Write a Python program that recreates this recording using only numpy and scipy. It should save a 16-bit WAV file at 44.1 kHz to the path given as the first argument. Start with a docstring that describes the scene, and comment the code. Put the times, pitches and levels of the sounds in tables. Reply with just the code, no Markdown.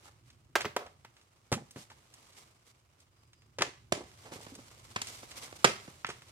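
"""First cloth rustles and water swills over a faint outdoor rumble; then a part-filled plastic bottle is flipped
twice in a walled yard. It knocks against a pillar and wall, drops and is picked up, then is smacked and caught.
Each knock is a noisy crumple of the thin wall plus one ringing panel; booms and glugs are dying, rising sines.
Cloth and shoes are grainy shaped noise, the walls answer with dense echoes, and two spaced microphones listen."""
import sys
import numpy as np
from scipy import signal
from scipy.fft import rfft, irfft
from scipy.io import wavfile

SR = 44100
rng = np.random.default_rng(int(sys.argv[2]) if len(sys.argv) > 2 else 0)


def dump_mix(stems):
    """Bounce the given channels to the path in sys.argv[1] as a 16-bit WAV at rate SR."""
    frames = np.atleast_2d(stems).T  # one column per channel
    limited = np.clip(frames, -1, 1)  # hard clip at full scale
    pcm = np.round(limited * 32767).astype(np.int16)
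    wavfile.write(sys.argv[1], SR, pcm)


N = 278271
AGE = np.arange(SR // 5) / SR   # seconds since a contact

# bottle knocks: [t/s, decay setting/s, relative level/dB, brightness/dB per octave,
# narrowness/dB per octave squared, relative thud level/dB, panel f/Hz, relative panel level/dB]
KNOCKS = [(0.5543, 0.0048, -25.5, -2, 1.17, -66, 1590, -25.5),
          (0.646, 0.0012, -40.5, -6, 2.5, -45, 1410, -58), (0.652, 0.0051, -36, 0, 2.5, -36.5, 412, -43.5),
          (0.764, 0.0032, -33, -3.5, 0.04, -66, 986, -33), (1.047, 0.0046, -53.5, 0, 2.1, -62, 930, -59),
          (1.5168, 0.0034, -42, -4.6, -2.06, -36, 500, -50),
          (1.524, 0.0052, -33.5, -0.4, -0.1, -38, 754, -37), (1.536, 0.0077, -41.5, 1.6, 0, -38, 1260, -43),
          (3.585, 0.0071, -39.5, 2, 2, -56, 520, -41), (3.6074, 0.013, -34.5, -2.5, 1.2, -41, 364, -34),
          (3.6201, 0.0022, -26.5, 2.5, 2.1, -49, 1760, -30),
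          (3.921, 0.0017, -37, -4.4, -0.5, -41, 364, -30),
          (3.9231, 0.002, -33, 2.34, 1.07, -33.5, 640, -31),
          (4.9599, 0.0028, -33.5, 1.6, 2.5, -38.5, 1050, -38.5),
          (5.016, 0.0028, -41, 4.5, 1.05, -50, 4500, -43.5),
          (5.6436, 0.0015, -29.5, -0.5, -0.5, -35, 1297, -19.5),
          (5.646, 0.0034, -19, 0.67, 1.67, -30.5, 489, -20.5),
          (6.046, 0.0015, -33, 2.4, 7.5, -46.5, 1325, -40), (6.0883, 0.013, -43.5, 0, 0.8, -43, 406, -43.5)]
# where the bottle is: [t/s, left lag/samples, left minus right level/dB]
BOTTLE_PLACE = [(0.549, -0.5, -1.1), (.76, 4, 1.1), (1.5, 4.5, 1), (3.62, 3.5, 3.5), (3.92, 8.5, -3.7),
                (5.0, 10.5, 1.5), (5.65, 11.5, -3.5), (6.08, 6, -0.5)]
# edges of the bands that colour a contact, the thud first: [f/Hz]
BAND_EDGES_HZ = [90, 280, 700, 1400, 2800, 6000, 11000]
# ringing modes of the bottle wall: [f/Hz, relative level/dB, time to fall 60 dB/s]
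WALL_MODES = [(432, -1.5, 0.1), (591, -4.5, .12), (798, -14.5, .06), (1039, -7.5, 0.088), (1140, -16, 0.21),
              (1345, 1, 0.035), (1610, -3, 0.044), (2107, 6.5, 0.051), (2490, -5.5, .06),
              (2730, -3.5, 0.069), (3350, 0, 0.049), (4100, -10.5, 0.054), (4140, -8, 0.026),
              (6530, 3.5, .06), (7130, 7.5, 0.1), (8120, 6.5, 0.08)]
# dull bumps of feet, and of the bottle rolling on the ground: [t/s, decay setting/s, level/dB, thud level/dB]
BUMPS = [(1.759, 0.011, -57, -43.5), (4.255, 0.021, -57.5, -63), (4.3188, 0.011, -54.5, -49),
         (4.358, 0.016, -59, -48.5), (4.4645, 0.0048, -58, -54), (4.585, 0.0061, -64, -53),
         (5.229, 0.0045, -57, -63), (5.525, .002, -57, -66), (5.877, .005, -60.5, -48)]
# low booms of the struck bottle and glugs of its water:
# [t/s, starting f/Hz, relative level/dB, time to fall 60 dB/s]
BOOMS_AND_GLUGS = [(.658, 407, -37.5, 0.097), (.806, 627, -34.5, 0.014), (.818, 504, -35.5, 0.024),
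                   (1.522, 130, -21.5, 0.048), (1.564, 221, -31.5, 0.07), (1.577, 790, -38, 0.04),
                   (1.609, 145, -43, 0.108), (1.915, 880, -45, 0.032), (3.589, 126, -37.5, 0.12),
                   (3.976, 330, -31.5, 0.036), (4.007, 347, -32.5, 0.018), (4.519, 273, -44.5, 0.12),
                   (5.647, 178, -20, 0.043), (5.647, 398, -24, 0.087), (5.697, 524, -35, 0.046)]
# water swilling in the moving bottle: [start t/s, end t/s, lowest pocket level/dB, middle f/Hz]
SWILLS = [(0.053, 0.097, -48, 1240), (0.778, 0.874, -45, 865), (1.56, 1.63, -48, 450),
          (3.591, 3.691, -44, 440), (3.957, 4.036, -49.5, 400), (4.237, 4.433, -49.5, 680),
          (4.508, 4.596, -52, 330), (5.316, 5.544, -52, 920), (5.661, 5.72, -42, 475)]
# short snaps, ticks and rattles, some just after a knock: [t/s, relative level/dB, f/Hz]
SNAPS = [(0.3011, -55.5, 2700), (0.6062, -31, 1560), (0.616, -35, 1540), (0.8634, -47.5, 902),
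         (1.166, -57, 1780), (1.213, -61, 2750), (1.708, -48.5, 7860), (1.9007, -49.5, 1200),
         (1.916, -58, 1980), (2.1386, -50, 7400), (3.002, -59, 5930), (3.331, -56.5, 2630),
         (3.419, -61.5, 1855), (4.5513, -46, 6130), (5.0696, -39.5, 4360), (5.3142, -44, 3220),
         (6.066, -39.5, 2150), (6.1007, -36.5, 1110), (6.2194, -51, 1610)]
# how hard cloth and soles rub as the player moves: [t/s, relative level/dB]
RUSTLE = [(0.0, -71.5), (0.6, -84), (0.72, -79), (0.91, -77.5), (1.42, -77), (1.72, -74), (2.05, -72),
          (2.27, -65.5), (2.74, -79), (3.53, -80.5), (3.99, -76.5), (4.09, -66.5), (4.44, -61), (4.64, -66),
          (5.17, -60.5), (5.76, -61.5), (6.08, -68.5), (6.31, -66)]
# quick swishes of sleeve and trouser leg: [t/s, half length/s, relative level/dB]
SWISHES = [(0.069, 0.017, -58.5), (0.274, 0.019, -68.5), (1.801, 0.03, -56), (2.394, 0.028, -58),
           (2.686, 0.024, -64.5), (3.019, 0.016, -69.5), (4.346, 0.012, -52.5), (5.121, 0.059, -49.5),
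           (5.381, 0.013, -48.5), (5.442, .02, -50), (5.567, 0.0058, -52)]
# spectrum of the cloth hiss: [f/Hz, relative level per Hz/dB]
CLOTH_SPECTRUM = [(1180, -32), (2000, -2.5), (2220, 0.5), (2530, -6), (3340, -1.5), (5490, -2), (8550, -3),
                  (13200, -9.5), (16000, -23.5)]
# spectrum of the scraping: [f/Hz, relative level per Hz/dB]
SCRAPE_SPECTRUM = [(120, -32.5), (200, -5.5), (495, -4), (882, -4.5), (1200, -2.5), (1720, -10.5),
                   (2210, -12.5), (3000, -10.5), (3900, -43.5), (6600, -120)]
# tone colour of the yard echoes: [f/Hz, relative level/dB]
YARD_COLOUR = [(60, -6.5), (200, -2.5), (500, -1.5), (1200, -2), (2800, 0.5), (7000, -0.5), (15000, -1)]
# rise and fall of the outdoor rumble: [t/s, relative level/dB]
RUMBLE_LEVEL = [(0.0, -72), (0.67, -63.5), (1.23, -75), (1.76, -70), (2.95, -74), (3.87, -66), (5.59, -65),
                (6.31, -67.5)]
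# spectrum of the outdoor rumble: [f/Hz, relative level per Hz/dB]
RUMBLE_SPECTRUM = [(15, -46), (25, -26.5), (65, -3.5), (97, -1), (112, 2), (189, -15), (228, -15),
                   (310, -19.5), (350, -12.5), (460, -34), (770, -120)]
# a faint, far whistle: [t/s, level/dB]
WHISTLE = [(3.05, -100), (3.2, -83.5), (3.3, -89), (3.4, -77.5), (3.6, -100)]
# tone colour shared by both microphones: [f/Hz, level/dB]
MIC_COLOUR = [(1000, 0.5), (3000, 2), (4500, 2), (6300, 2), (8100, -0.5), (10000, -2.5), (15000, -2.5)]
# difference between the microphones: [f/Hz, left minus right level/dB]
MIC_BALANCE = [(60, -2.6), (700, -0.5), (2400, -3), (4400, -0.5), (6000, 3), (8100, -10), (11000, -6),
               (15000, -6.5)]

MIC_SPACING_M = 0.2
CUTOFF_HZ = 16100
KNOCK_CENTRE_HZ = 1470   # a knock's colour tilts and narrows about this pitch
PILLAR_UNTIL_S = 1.2   # the first knocks are on the hard top of the pillar
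BUMP_BRIGHTNESS, BUMP_NARROWNESS = -3, 0.17   # dB per octave, dB per octave squared
RUSTLE_MIDDLE_DB = -68   # an ordinary movement


def knocks(note_db=0.0, wall_db=-15.0, panel_t60=0.035, level_db=-4.0, crack_db=-17.0, crack_hz=10500.0):
    """A crumple rings the wall; a panel loaded by water gives the note, and the pillar adds a crack."""
    out = np.zeros((2, N))
    modes = sum(from_db(db) * ring(hz, t60) for hz, db, t60 in WALL_MODES)
    for s, decay, db, brightness, narrowness, thud_db, panel_hz, panel_db in KNOCKS:
        force = unit_energy(crumple(decay))
        wall = unit_energy(signal.fftconvolve(force, modes)[:len(AGE)])
        contact = force + from_db(wall_db) * wall
        body = from_db(level_db) * coloured(contact, db, brightness, narrowness, thud_db)
        panel = unit_energy(band(ring(panel_hz, panel_t60), panel_hz / 2, 2 * panel_hz, order=1))
        knock = body - from_db(panel_db + note_db) * panel
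        if s < PILLAR_UNTIL_S:
            crack = unit_energy(band(force, crack_hz, CUTOFF_HZ, order=2))
            knock = knock + from_db(db + crack_db) * crack
        add(out, s, knock, *place(s))
    return out


def place(s):
    """Left lag and balance follow the bottle from place to place."""
    times, *columns = np.transpose(BOTTLE_PLACE)
    return [np.interp(s, times, column) for column in columns]


def crumple(decay, rise=0.00053, grain_db=2.0):
    """A contact is a quickly dying burst of tiny slips and buckles, spread evenly over all pitches."""
    white, size = rng.standard_normal((2, len(AGE)))
    shape = (1 - np.exp(-AGE / rise)) * np.exp(-AGE / (2 * max(decay, .0005)))
    spectrum = rfft(white * from_db(grain_db * size) * shape)
    even = irfft(spectrum / (np.abs(spectrum) + 1e-12), len(AGE))   # same strength at every pitch
    return even * np.sqrt(shape)


def coloured(force, db, brightness, narrowness, thud_db):
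    """Weight gives a low thud; above it hard contacts are bright and glancing ones keep to the middle."""
    edges = np.array(BAND_EDGES_HZ)
    middles_hz = np.sqrt(edges[1:-1] * edges[2:])
    octaves = np.log2(middles_hz / KNOCK_CENTRE_HZ)
    upper_db = db + brightness * octaves - narrowness * octaves ** 2
    gains = from_db([thud_db, *upper_db])
    parts = []
    for gain, low, high in zip(gains, edges, edges[1:]):
        parts.append(gain * unit_energy(band(force, low, high, order=2)))
    return sum(parts[::2]) - sum(parts[1::2])   # opposite signs let neighbouring bands join without a notch


def bumps():
    """Feet, and the bottle rolling on the ground, make soft contacts with no ring."""
    out = np.zeros((2, N))
    for s, decay, db, thud_db in BUMPS:
        bump = coloured(crumple(decay), db, BUMP_BRIGHTNESS, BUMP_NARROWNESS, thud_db)
        add(out, s, bump, *place(s))
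    return out


def booms_and_glugs(rise=0.087, swell=0.00083, splash_db=-14.0, splash_decay=0.0089, lag=6):
    """Each boom or glug is a dying tone that climbs in pitch, with a dull noisy splash."""
    out = np.zeros((2, N))
    for s, hz, db, t60 in BOOMS_AND_GLUGS:
        swelling = 1 - np.exp(-AGE / swell)
        tone = band(ring(hz, t60, rise) * swelling, hz / 2, 2 * hz, order=1)
        splash = unit_energy(band(crumple(splash_decay), 0.66 * hz, 2.46 * hz, order=2))
        add(out, s, from_db(db) * (tone + from_db(splash_db) * splash), lag)
    return out


def swill(per_s=260.0, range_octaves=1.38, cycles=3.9, spread_db=7.0, lag=8):
    """Swilling traps many small pockets of air, each ringing for a few cycles."""
    out = np.zeros((2, N))
    for start, end, db, middle_hz in SWILLS:
        pockets = rng.random((round((end - start) * per_s), 3))
        for when, size, strength in pockets:
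            hz = middle_hz * 2 ** (range_octaves * (size - .5))
            pocket = band(ring(hz, cycles / hz), hz / 2, 2 * hz, order=1)
            s = start + when * (end - start)
            add(out, s, from_db(db + spread_db * strength) * pocket, lag)
    return out


def snaps(level_db=-5.0, decay=.004, lag=5):
    """Snaps, ticks and rattles are short crumples kept near one pitch."""
    out = np.zeros((2, N))
    for s, db, hz in list(SNAPS) + faint_snaps():
        near_pitch = band(crumple(decay), .5 * hz, 2 * hz, order=1)
        snap = band(near_pitch, 500, 11000, order=2)
        add(out, s, from_db(db + level_db) * unit_energy(snap), lag)
    return out


def faint_snaps(above_db=5.5, spread_db=3.5, low_hz=1000.0, high_hz=7000.0, count=70):
    """Tiny snaps come at random, their level following the movement; rows are like SNAPS."""
    when, strength, size = rng.random((count, 3)).T
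    s = when * (N - 1) / SR
    movement_db = np.interp(s, *np.transpose(RUSTLE))
    db = movement_db + above_db + spread_db * (2 * strength - 1)
    hz = low_hz * (high_hz / low_hz) ** size
    return list(zip(s, db, hz))


def rustle(hiss_db=2.0, hiss_follows=1.06, scrape_db=1.5, scrape_follows=.75, swish_scrape_db=-6.0,
           catch_db=2.16, fibre_db=2.0):
    """Rubbing catches and slips, grainy with fibres and grit; hiss grows faster with effort than scrape."""
    effort_db = in_time(RUSTLE)[0] - RUSTLE_MIDDLE_DB
    t = np.arange(N) / SR
    swish = np.zeros(N)
    for s, half, db in SWISHES:
        swish += from_db(db) * np.exp(-np.minimum(((t - s) / half) ** 2 / 2, 20))
    steady_hiss = from_db(RUSTLE_MIDDLE_DB + hiss_db + hiss_follows * effort_db)
    steady_scrape = from_db(RUSTLE_MIDDLE_DB + scrape_db + scrape_follows * effort_db)
    hiss = np.hypot(steady_hiss, swish)
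    scrape = np.hypot(steady_scrape, from_db(swish_scrape_db) * swish)
    grip = from_db(catch_db * drift(60) + fibre_db * drift(600))
    return grip * (hiss * diffuse(CLOTH_SPECTRUM) + scrape * diffuse(SCRAPE_SPECTRUM))


def yard(dry, early_db=-9.5, hold=0.066, late_db=-2.5, t60=0.4, early_t60=0.36, scatter_db=5.0):
    """The near walls return a dense cluster of echoes; after it the sound escapes to the sky."""
    t = np.arange(SR * 3 // 4) / SR
    shape_db = -60 * np.minimum(t, hold) / early_t60 - 60 * np.maximum(t - hold, 0) / t60
    shape_db += late_db * np.clip((t - hold) / 0.024, 0, 1)
    shape_db += scatter_db * drift(1500)[:len(t)]
    onset = np.clip((t - .003) / 0.0024, 0, 1)
    echoes = diffuse(YARD_COLOUR, size=len(t)) * from_db(shape_db) * onset
    echoes = echoes / np.sqrt(np.sum(echoes ** 2) / 2)
    return from_db(early_db) * signal.fftconvolve(dry[1:], echoes, axes=1)[:, :N]   # fed by the right channel


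def hollow(x, dip_hz=300.0, q=4.6, depth=0.83):
    """The bounce off the nearest surface cancels part of the low middle."""
    notched = signal.lfilter(*signal.iirnotch(dip_hz, q, fs=SR), x)
    return x + depth * (notched - x)


def outdoor_rumble(level_db=3.0):
    """Low noise from all sides slowly swells and fades."""
    return from_db(in_time(RUMBLE_LEVEL)[0] + level_db) * diffuse(RUMBLE_SPECTRUM)


def whistle(hz=4935.0, width_hz=150.0):
    """A narrow band of noise sounds like a thin, wavering tone from beyond the wall."""
    tone = band(rng.standard_normal((2, N)), hz - width_hz / 2, hz + width_hz / 2, order=2)
    return from_db(in_time(WHISTLE)[0]) * tone / tone.std()


def air(db=-84.0):
    """Plain random noise makes a faint, even hiss under everything."""
    return from_db(db) * rng.standard_normal((2, N))


def diffuse(spectrum, size=N):
    """Noise from all sides, rms 1: the microphones agree only on waves longer than their spacing."""
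    hz = np.fft.rfftfreq(size, 1 / SR)
    alike = .97 * np.sinc(2 * hz * MIC_SPACING_M / 343)   # speed of sound 343 m/s
    mid, side = rfft(rng.standard_normal((2, size))) * from_db(at_hz(spectrum, hz))
    pair = irfft(np.sqrt(1 + alike) * mid + np.sqrt(1 - alike) * side * [[1], [-1]], size)
    return pair / pair.std()


def ring(hz, t60, rise=0):
    """A dying sine whose pitch may climb by the share rise per t60."""
    bent_time = AGE + rise * AGE ** 2 / (2 * t60)
    return np.sin(2 * np.pi * hz * bent_time) * from_db(-60 * AGE / t60)


def band(x, low_hz, high_hz, order=3):
    """Keep the pitches between two limits, using only past sound."""
    limits = [low_hz, min(high_hz, .45 * SR)]
    return signal.sosfilt(signal.butter(order, limits, "band", fs=SR, output="sos"), x)


def drift(per_s):
    """Random values of spread 1, per_s of them a second, joined by straight lines."""
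    return np.interp(np.arange(N) / SR * per_s, np.arange(4000), rng.standard_normal(4000))


def add(out, s, sound, lag=0, pan_db=0):
    """Put a sound into both channels; the left one hears it lag samples later."""
    steps = np.arange(len(sound))
    left = np.interp(steps - np.floor(lag + .5), steps, sound, left=0)
    pair = np.array([left, sound]) * from_db([[pan_db / 2], [-pan_db / 2]])
    start = round(s * SR)
    out[:, start:start + len(sound)] += pair[:, :N - start]


def from_db(db):
    """Turn decibels into gain."""
    return 10 ** (np.asarray(db) / 20)


def unit_energy(x):
    """Scale to the energy of 10 ms at rms 1."""
    return x * np.sqrt(SR / 100 / (np.sum(x ** 2) + 1e-20))


def in_time(rows):
    """Read each column of a curve at every sample."""
    s, *columns = np.transpose(rows)
    return [np.interp(np.arange(N) / SR, s, column) for column in columns]


def at_hz(points, hz):
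    """Read a spectrum on a log-frequency axis."""
    points = np.array(points)
    return np.interp(np.log(np.maximum(hz, 1)), np.log(points[:, 0]), points[:, 1])


def scene(ground_db=-7.5, wall_note_db=-6.0):
    """Bottle, water and player sound together in the yard."""
    small = bumps() + booms_and_glugs() + swill() + snaps()
    # less of the knocks echoes from the ground at the foot of the pillar
    lying = np.interp(np.arange(N) / SR, [1.3, 1.4, 2.0, 2.1], [0, 1, 1, 0])
    echoes = np.zeros((2, N))
    for wall in range(2):   # the bottle sends a different crackle towards each wall
        towards_wall = knocks(note_db=wall_note_db) * from_db(ground_db * lying)
        echoes += yard(small + towards_wall) / np.sqrt(2)
    bottle = hollow(knocks() + echoes)
    return bottle + small + rustle() + outdoor_rumble() + whistle() + air()


def record(dry, low_cut_hz=20.0):
    """The right microphone is louder at most pitches; deep bass and the extreme top are cut."""
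    hz = np.linspace(0, SR / 2, 257)
    colour_db = at_hz(MIC_COLOUR, hz)
    tilt_db = at_hz(MIC_BALANCE, hz) / 2
    pair = []
    for channel, sign in zip(dry, (1, -1)):
        microphone = signal.firwin2(129, hz, from_db(colour_db + sign * tilt_db), fs=SR)
        pair.append(signal.fftconvolve(channel, microphone, "same"))
    pair = signal.sosfilt(signal.butter(2, low_cut_hz, "high", fs=SR, output="sos"), pair)
    pair = np.tanh(pair)   # the loudest peaks are rounded
    return signal.sosfilt(signal.ellip(10, .1, 80, CUTOFF_HZ, fs=SR, output="sos"), pair)


dry = scene()
out = record(dry)
dump_mix(out)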